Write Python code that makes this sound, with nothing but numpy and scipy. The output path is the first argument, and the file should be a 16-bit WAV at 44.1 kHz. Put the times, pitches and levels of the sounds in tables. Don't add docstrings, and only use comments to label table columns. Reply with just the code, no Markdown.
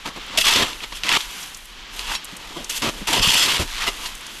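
import sys
import numpy as np
from scipy import signal
from scipy.fft import rfft, irfft
from scipy.io import wavfile

SR = 44100
rng = np.random.default_rng(int(sys.argv[2]) if len(sys.argv) > 2 else 0)


def dump(signal):
    limited = np.clip(np.atleast_2d(signal).T, -1, 1)
    pcm = np.round(limited * 32767).astype(np.int16)
    wavfile.write(sys.argv[1], SR, pcm)


N = 194040


def from_db(db):
    return 10 ** (np.asarray(db) / 20)


def rms_one(x):
    return x / np.sqrt(np.mean(x ** 2) + 1e-20)


def in_time(rows):
    time_s, *columns = np.transpose(rows)
    return [np.interp(np.arange(N) / SR, time_s, column) for column in columns]


def colour(x, spectrum, size=4096):
    hz, level_db = np.transpose(spectrum)
    log_hz = np.log(np.maximum(np.arange(size // 2 + 1) * SR / size, 1))
    gain = from_db(np.interp(log_hz, np.log(hz), level_db))
    cepstrum = irfft(np.log(gain))
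    cepstrum[1:size // 2] *= 2
    cepstrum[size // 2 + 1:] = 0
    impulse = irfft(np.exp(rfft(cepstrum)))
    return rms_one(signal.fftconvolve(x, impulse)[:N])


def drift(rate_hz):
    r = np.exp(-2 * np.pi * rate_hz / SR)
    noise = rng.standard_normal(N + SR)
    return rms_one(signal.lfilter([1], [1, -2 * r, r * r], noise)[SR:])


def resonance(x, hz, width_hz):
    r = np.exp(-np.pi * width_hz / SR)
    zeros = np.array([1, 0, -1]) * (1 - r * r) / 2
    poles = [1, -2 * r * np.cos(2 * np.pi * hz / SR), r * r]
    return signal.lfilter(zeros, poles, x)


CRYSTAL_SPREAD_DB, CLUMP_DB = 2.5, 2.5


def crystals(per_s, slip_hz, load):
    size_db = CRYSTAL_SPREAD_DB * np.minimum(rng.exponential(1, N), 5)
    sizes = from_db(size_db) * rng.choice([-1, 1], N)
    hits = rng.random(N) < per_s / SR
    return sizes * hits * from_db(CLUMP_DB * load * drift(slip_hz))


def steel(x, modes, shift_db):
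    out = np.zeros(len(x))
    for k, (hz, width_hz, level_db, *_) in enumerate(modes):
        drive = x * from_db(level_db + shift_db * drift(12.36))
        out += (-1) ** k * resonance(drive, hz, width_hz)
    return out


# [f/Hz, relative level/dB]
AIR_SPECTRUM = [(41, -32), (70, -0.5), (103, -10), (190, -2.5), (631, -8.5), (994, -1.5), (2250, -1.5),
                (3160, 2), (7480, -15), (10300, -33), (12000, -27), (14800, -36.5), (15800, -26)]
AIR_MEAN_DB, AIR_DRIFT_DB, AIR_DRIFT_HZ = -39, 2.2, 3.9


def air():
    level_db = AIR_MEAN_DB + AIR_DRIFT_DB * drift(AIR_DRIFT_HZ)
    return from_db(level_db) * colour(rng.standard_normal(N), AIR_SPECTRUM)


# [t/s, level/dB]
RUMBLE_LEVEL = [(0.0, -44), (0.39, -45.5), (0.5, -30.5), (0.55, -38.5), (1.29, -44), (1.32, -56),
                (2.13, -37.5), (2.23, -51.5), (2.97, -36.5), (3.0, -31), (3.15, -47), (3.19, -30),
                (3.5, -47.5), (3.54, -36), (4.01, -37.5), (4.4, -55)]


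def rumble():
    band = signal.butter(4, [12, 42], "band", fs=SR, output="sos")
    lumps = signal.sosfilt(band, rng.standard_normal(N + SR))[SR:]
    return from_db(in_time(RUMBLE_LEVEL)[0]) * rms_one(lumps)


# [t/s, level/dB]; also read by contact_levels
RUSTLE_LEVEL = [(0, -55), (.3, -55.5), (.75, -46.5), (1.02, -50.5), (1.3, -45), (1.44, -40), (1.5, -46.5),
                (1.66, -50.5), (1.87, -62.5), (2, -48), (2.22, -58), (2.3, -53.5), (2.9, -44.5),
                (3.06, -51), (3.7, -43.5), (4.1, -45.5), (4.25, -52), (4.4, -44.5)]
# [f/Hz, relative level/dB]; also read by digging
FINE_SPECTRUM = [(3530, -31), (6000, -1.5), (8540, -5), (12000, -4), (14500, -22.5), (15400, -32),
                 (15800, -39)]
CRACKLES_PER_S, CRACKLE_RE_RUSTLE_DB = 60, -12.0


def crackles():
    ticks = colour(crystals(CRACKLES_PER_S, 8.7, 1.5), FINE_SPECTRUM)
    return from_db(in_time(RUSTLE_LEVEL)[0] + CRACKLE_RE_RUSTLE_DB) * ticks


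# [start t/s, rise/s per 20 dB, hold/s, fall/s per 20 dB,
# scrape level/dB at start, change over hold/dB; re scrape: crunch/dB, fine hiss/dB, shaft/dB, blade/dB]
CONTACTS = [(.06, .015, 0.024, .04, -31.5, -2.5, -1.5, -10.5, 1.5, -17),
            (0.163, 0.014, 0.016, 0.022, -39, -1.5, 4.5, -10, 0.5, -12),
            (.3, 0.1, 0.0668, .006, -43, 8, -3.5, -16.5, 0, -1),
            (.375, 0.0024, 0.0104, 0.04, -12.5, -1, -18, -9, -25, 2.5),
            (0.409, .02, .012, 0.037, -23, -0.5, -18.5, -4, -17, 8.5),
            (0.449, 0.019, 0.102, 0.0346, -16.5, -0.5, -20, -11, -8.5, 0.5),
            (0.561, .02, 0.076, 0.0373, -17, -2, -8, -13, -8, -4),
            (0.658, .02, .075, 0.087, -28, -7.5, -11, -12.5, -6, -4),
            (.835, 0.035, 0.0093, 0.014, -30, 1.5, -8, -14.5, -6, -11),
            (.925, 0.0061, 0.003, 0.011, -29, -0.5, -7, -22, -3, -18),
            (0.961, 0.043, 0.0136, 0.032, -34, 0.5, -18, -5.5, -22, 3),
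            (1.036, .003, 0.045, .015, -27, 1, -12, -13, -7, -8),
            (1.095, .015, .077, 0.0092, -21, 4, -16.5, -14, -5.5, -6),
            (1.187, 0.026, 0.067, 0.079, -31, -5, -21, -6.5, -8.5, -3),
            (1.298, 0.046, .15, 0.13, -40.5, -1, -25, -4, -10, -2),
            (1.936, 0.035, 0.064, .06, -40.5, 8, -16.5, -5.5, -9.5, -2),
            (2.007, .03, 0.055, .04, -36, 0, -13, -13, -7, 0),
            (2.07, 0.044, .05, .02, -33, 7, -14.5, -10, -3.5, -2),
            (2.122, 0.023, 0.026, 0.043, -28.5, 0, -19, -8, -8, -1.5),
            (2.287, 0.13, .25, 0.11, -43.5, 2.5, -7.5, -13, -3.5, -3),
            (2.568, 0.024, 0.012, 0.091, -36, 0.5, 4, -13, -3.5, 0),
            (2.696, .004, 0.0113, 0.081, -26.5, 0, -16.5, -3, -12, 2.5),
            (2.754, .03, 0.024, 0.042, -28.5, 2, -20, -3, -14.5, 3),
            (2.822, 0.0057, 0.074, 0.019, -23, -2.5, -1.5, -10.5, -2.5, -6),
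            (2.924, .03, 0.092, 0.035, -43, 0.5, -0.5, -4.5, -6, -1),
            (3.073, .004, 0.053, 0.033, -21.5, -4, -8.5, -6.5, -6.5, -7),
            (3.131, .02, .045, 0.096, -18.5, -1.5, -6.5, -10.5, -6.5, 1),
            (3.23, 0.023, .21, 0.032, -17, 1, -19.5, -9.5, -14, 6),
            (3.449, 0.036, .13, .03, -19, -4, -12.5, -9, -10, -2.5),
            (3.592, 0.018, 0.032, 0.046, -25, -0.5, -4, -7.5, -5, -7),
            (3.68, .05, 0.16, 0.05, -35.5, 12, -20, -13.5, -8.5, -13),
            (3.874, 0.024, 0.011, .03, -20.5, 0, -8.5, -9.5, -4, -5),
            (3.923, .03, 0.13, .05, -40, 3.5, -10.5, -8, -6.5, -3),
            (4.032, .05, 0.032, 0.091, -33, 3, -20, -7, -9, -3),
            (4.16, .05, .24, .05, -52.5, 9, -7.5, -0.5, -17, 1.5)]
EDGE_DB, EDGE_STEPS = 20, 4
ENTRY_S, ENTRY_RING_DB, ENTRY_CRUNCH_DB = 0.013, 3, -3.5
BURY_FINE_DB_PER_S = -15


def contact_levels():
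    t = np.arange(N) / SR
    power = np.full((5, N), 1e-10)
    power[2] += from_db(2 * in_time(RUSTLE_LEVEL)[0])
    edge_db = EDGE_STEPS * EDGE_DB
    for start, rise, hold, fall, level_db, change_db, crunch_db, fine_db, shaft_db, ring_db in CONTACTS:
        end = start + hold
        corners = [start - EDGE_STEPS * rise, start, end, end + EDGE_STEPS * fall]
        span = slice(max(round(corners[0] * SR), 0), round(corners[-1] * SR))
        corner_db = [-edge_db, 0, change_db, change_db - edge_db]
        shape_db = level_db + np.interp(t[span], corners, corner_db)
        held = np.clip(t[span] - start, 0, hold)
        entry = np.exp(-held / ENTRY_S)
        offsets_db = [0, crunch_db + ENTRY_CRUNCH_DB * entry, fine_db + BURY_FINE_DB_PER_S * held,
                      shaft_db, ring_db + ENTRY_RING_DB * entry]
        for layer, offset_db in zip(power, offsets_db):
            layer[span] += from_db(2 * (shape_db + offset_db))
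    *levels_db, blade_db = 10 * np.log10(power)
    return *levels_db, blade_db - levels_db[0]


# [f/Hz, width/Hz, mean level/dB under load, level/dB emptied]
BLADE_MODES = [(2637, 70, -1, -6), (2800, 30, -1.5, -9), (2850, 58, 1.5, -21), (3177, 103, -0.5, -13),
               (3304, 45, 2, -6), (3514, 115, -3, -14), (3965, 17, -7, 1), (4395, 98, -6.5, -1),
               (4750, 26.2, -2, -16), (5130, 144, -8, -14), (5530, 52, -10, -5), (5940, 120, -14.5, -17.5),
               (6830, 50, -15, -7), (7400, 190, -10.5, -22), (8770, 160, -19, -15.5), (11200, 77, -24, -15)]
# [f/Hz, width/Hz, mean level/dB]
SHAFT_MODES = [(694, 63, -9.5), (909, 71, -1.5), (1006, 84, -0.5), (1200, 180, -3.5), (2044, 76, -7),
               (2226, 43, -12.5)]
# [f/Hz, relative level/dB per Hz]
SCRAPE_SPECTRUM = [(760, -46), (1300, -3.5), (2650, 1.5), (3370, 1), (4020, 0), (7500, -19), (9750, -35),
                   (16500, -120)]
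# [f/Hz, relative level/dB]
CRUNCH_SPECTRUM = [(41, -27), (70, -5.5), (346, 0.5), (615, -3.5), (850, -9), (1100, -24), (1870, -120)]
SCRAPE_PER_S, STEEL_PER_S, CHUNKS_PER_S, CRUNCH_PER_S = 5000, 2500, 260, 1200


def digging():
    scrape_db, crunch_db, fine_db, shaft_db, ring_db = contact_levels()
    load = np.clip((scrape_db + 31.5) / 18, .2, 1)
    grains = crystals(SCRAPE_PER_S, 67, load)
    on_steel = crystals(STEEL_PER_S, 45, load)
    chunks = 2.3 * load * crystals(CHUNKS_PER_S, 40, load)
    grains = grains + chunks
    on_steel = on_steel + 0.45 * chunks
    total = np.sqrt(1 + from_db(2 * ring_db))
    direct = from_db(scrape_db) / total * colour(grains, SCRAPE_SPECTRUM)
    blade_ring = rms_one(steel(on_steel, BLADE_MODES, shift_db=1.5))
    blade = from_db(scrape_db + ring_db) / total * blade_ring
    shaft = from_db(shaft_db) * rms_one(steel(on_steel, SHAFT_MODES, shift_db=2.0))
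    crunch = from_db(crunch_db) * colour(crystals(CRUNCH_PER_S, 30, load), CRUNCH_SPECTRUM)
    fine = from_db(fine_db) * colour(grains, FINE_SPECTRUM)
    return direct + blade + shaft + crunch + fine


# [t/s, burst peak level/dB, centre f/Hz, noise t60/s]
CRUST_SNAPS = [(.057, -22, 2230, 0.041), (.22, -34, 10000, 0.0074), (.266, -29.5, 9000, .008),
               (0.377, -9, 4430, 0.0215), (0.388, -3, 3230, 0.019), (0.412, -8, 3020, 0.033),
               (0.447, -25, 3420, 0.045), (.537, -8, 5000, 0.016), (0.731, -20, 2900, 0.03),
               (.805, -22, 2400, .02), (.834, -24, 2480, 0.041), (.925, -23, 2200, .02),
               (1.035, -9, 2930, 0.0097), (1.085, -12, 2300, 0.016), (1.091, -2.5, 2420, 0.015),
               (1.116, -4.5, 2150, 0.026), (1.136, -8, 2100, 0.025), (1.15, -10, 2110, 0.019),
               (1.166, -6.5, 2500, 0.018), (1.206, -14, 2850, 0.047), (1.429, -25, 5000, 0.059),
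               (1.546, -23.5, 5580, 0.032), (1.572, -26, 9000, .02), (1.655, -30, 9000, .025),
               (1.9933, -13, 3200, 0.01), (2.116, -21, 1500, .02), (2.151, -17, 4200, .008),
               (2.2456, -21.5, 9500, 0.019), (2.253, -22, 6860, .015), (2.367, -25, 7900, 0.032),
               (2.577, -31, 2020, 0.028), (2.645, -18, 5500, 0.028), (2.698, -15, 5700, 0.029),
               (2.821, -14.5, 4050, 0.034), (3.073, -23, 5070, .03), (3.196, -7.5, 2480, 0.0074),
               (3.23, -13, 3000, 0.0166), (3.286, -5.5, 3080, 0.025), (3.303, -3, 4000, .008),
               (3.307, -5, 3000, 0.0089), (3.878, -9, 2600, 0.015), (4.059, -20, 4500, .04),
               (4.152, -25.5, 8000, .02), (4.178, -30, 8000, .015), (4.21, -30, 8000, .02),
               (4.266, -21.5, 5900, 0.024)]
SNAP_RING_DB = -5


def snaps():
    out, t = np.zeros(N + SR), np.arange(SR // 5) / SR
    for start, peak_db, hz, t60 in CRUST_SNAPS:
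        crack = rng.standard_normal(len(t))
        crack[0] += 3.45
        burst = crack * from_db(-60 * t / t60)
        for _ in range(2):
            burst = resonance(burst, hz, 0.79 * hz)
        out[round(start * SR):][:len(t)] += from_db(peak_db) * burst / np.abs(burst).max()
    bursts = out[:N]
    return bursts + from_db(SNAP_RING_DB) * steel(bursts, BLADE_MODES, shift_db=4.0)


# [t/s, level/dB, f/Hz]
PUSHES = [(0.057, -22.5, 222), (0.377, -17.5, 636), (0.562, -20.5, 274), (2.325, -34, 182),
          (2.505, -34, 300), (2.565, -25, 332), (2.826, -21, 240), (3.016, -24, 201), (3.1, -20.5, 310),
          (3.198, -18.5, 109), (3.271, -18.5, 95.5), (3.875, -25, 398), (3.593, -14, 73.4),
          (3.598, -17, 351.3)]
THUD_RISE_S = 0.0035


def thuds():
    out, t = np.zeros(N + SR), np.arange(SR // 3) / SR
    for start, level_db, hz in PUSHES:
        t60 = 0.061 + 3.6 / hz
        shape = (1 - np.exp(-t / THUD_RISE_S)) * from_db(-60 * t / t60)
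        noise = resonance(rng.standard_normal(len(t)), hz, 1.84 * hz)
        noise = rms_one(resonance(noise, hz, hz))
        body = shape * (1.16 * np.sin(2 * np.pi * hz * t) + 0.69 * noise)
        out[round(start * SR):][:len(t)] += from_db(level_db) * body
    return out[:N]


# [t/s, level/dB]
FREE_KNOCKS = [(2.14, -29), (2.152, -22), (2.161, -27.5), (4.062, -32)]
FREE_WIDTH_HZ, FREE_SPREAD_DB = 30, 2


def free_blade():
    out, t = np.zeros(N + SR), np.arange(SR // 5) / SR
    hz, _, _, free_db = np.transpose(BLADE_MODES)[..., None]
    decay = np.exp(-np.pi * FREE_WIDTH_HZ * t)
    for start, level_db in FREE_KNOCKS:
        own_db = rng.normal(0, FREE_SPREAD_DB, (len(BLADE_MODES), 1))
        modes = from_db(free_db + own_db) * np.sin(2 * np.pi * hz * t)
        out[round(start * SR):][:len(t)] += from_db(level_db) * decay * modes.sum(axis=0)
    return out[:N]


# [delay t/s, level/dB]
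ECHO_PATHS = [(.007, -29), (0.017, -22)]


def echoes(near):
    dull = signal.lfilter([.4], [1, -.6], near)
    return sum(from_db(db) * np.pad(dull, (round(delay * SR), 0))[:N] for delay, db in ECHO_PATHS)


def scene():
    near = digging() + crackles() + snaps() + free_blade() + thuds()
    return (near + echoes(near) + air() + rumble())[None]


STOPBAND_HZ = 16100


def record(dry):
    rounded = 0.89 * np.tanh(dry / 0.92)
    lowpass = signal.cheby2(12, 60, STOPBAND_HZ, fs=SR, output="sos")
    return signal.sosfilt(lowpass, rounded)


dry = scene()
out = record(dry)
dump(out)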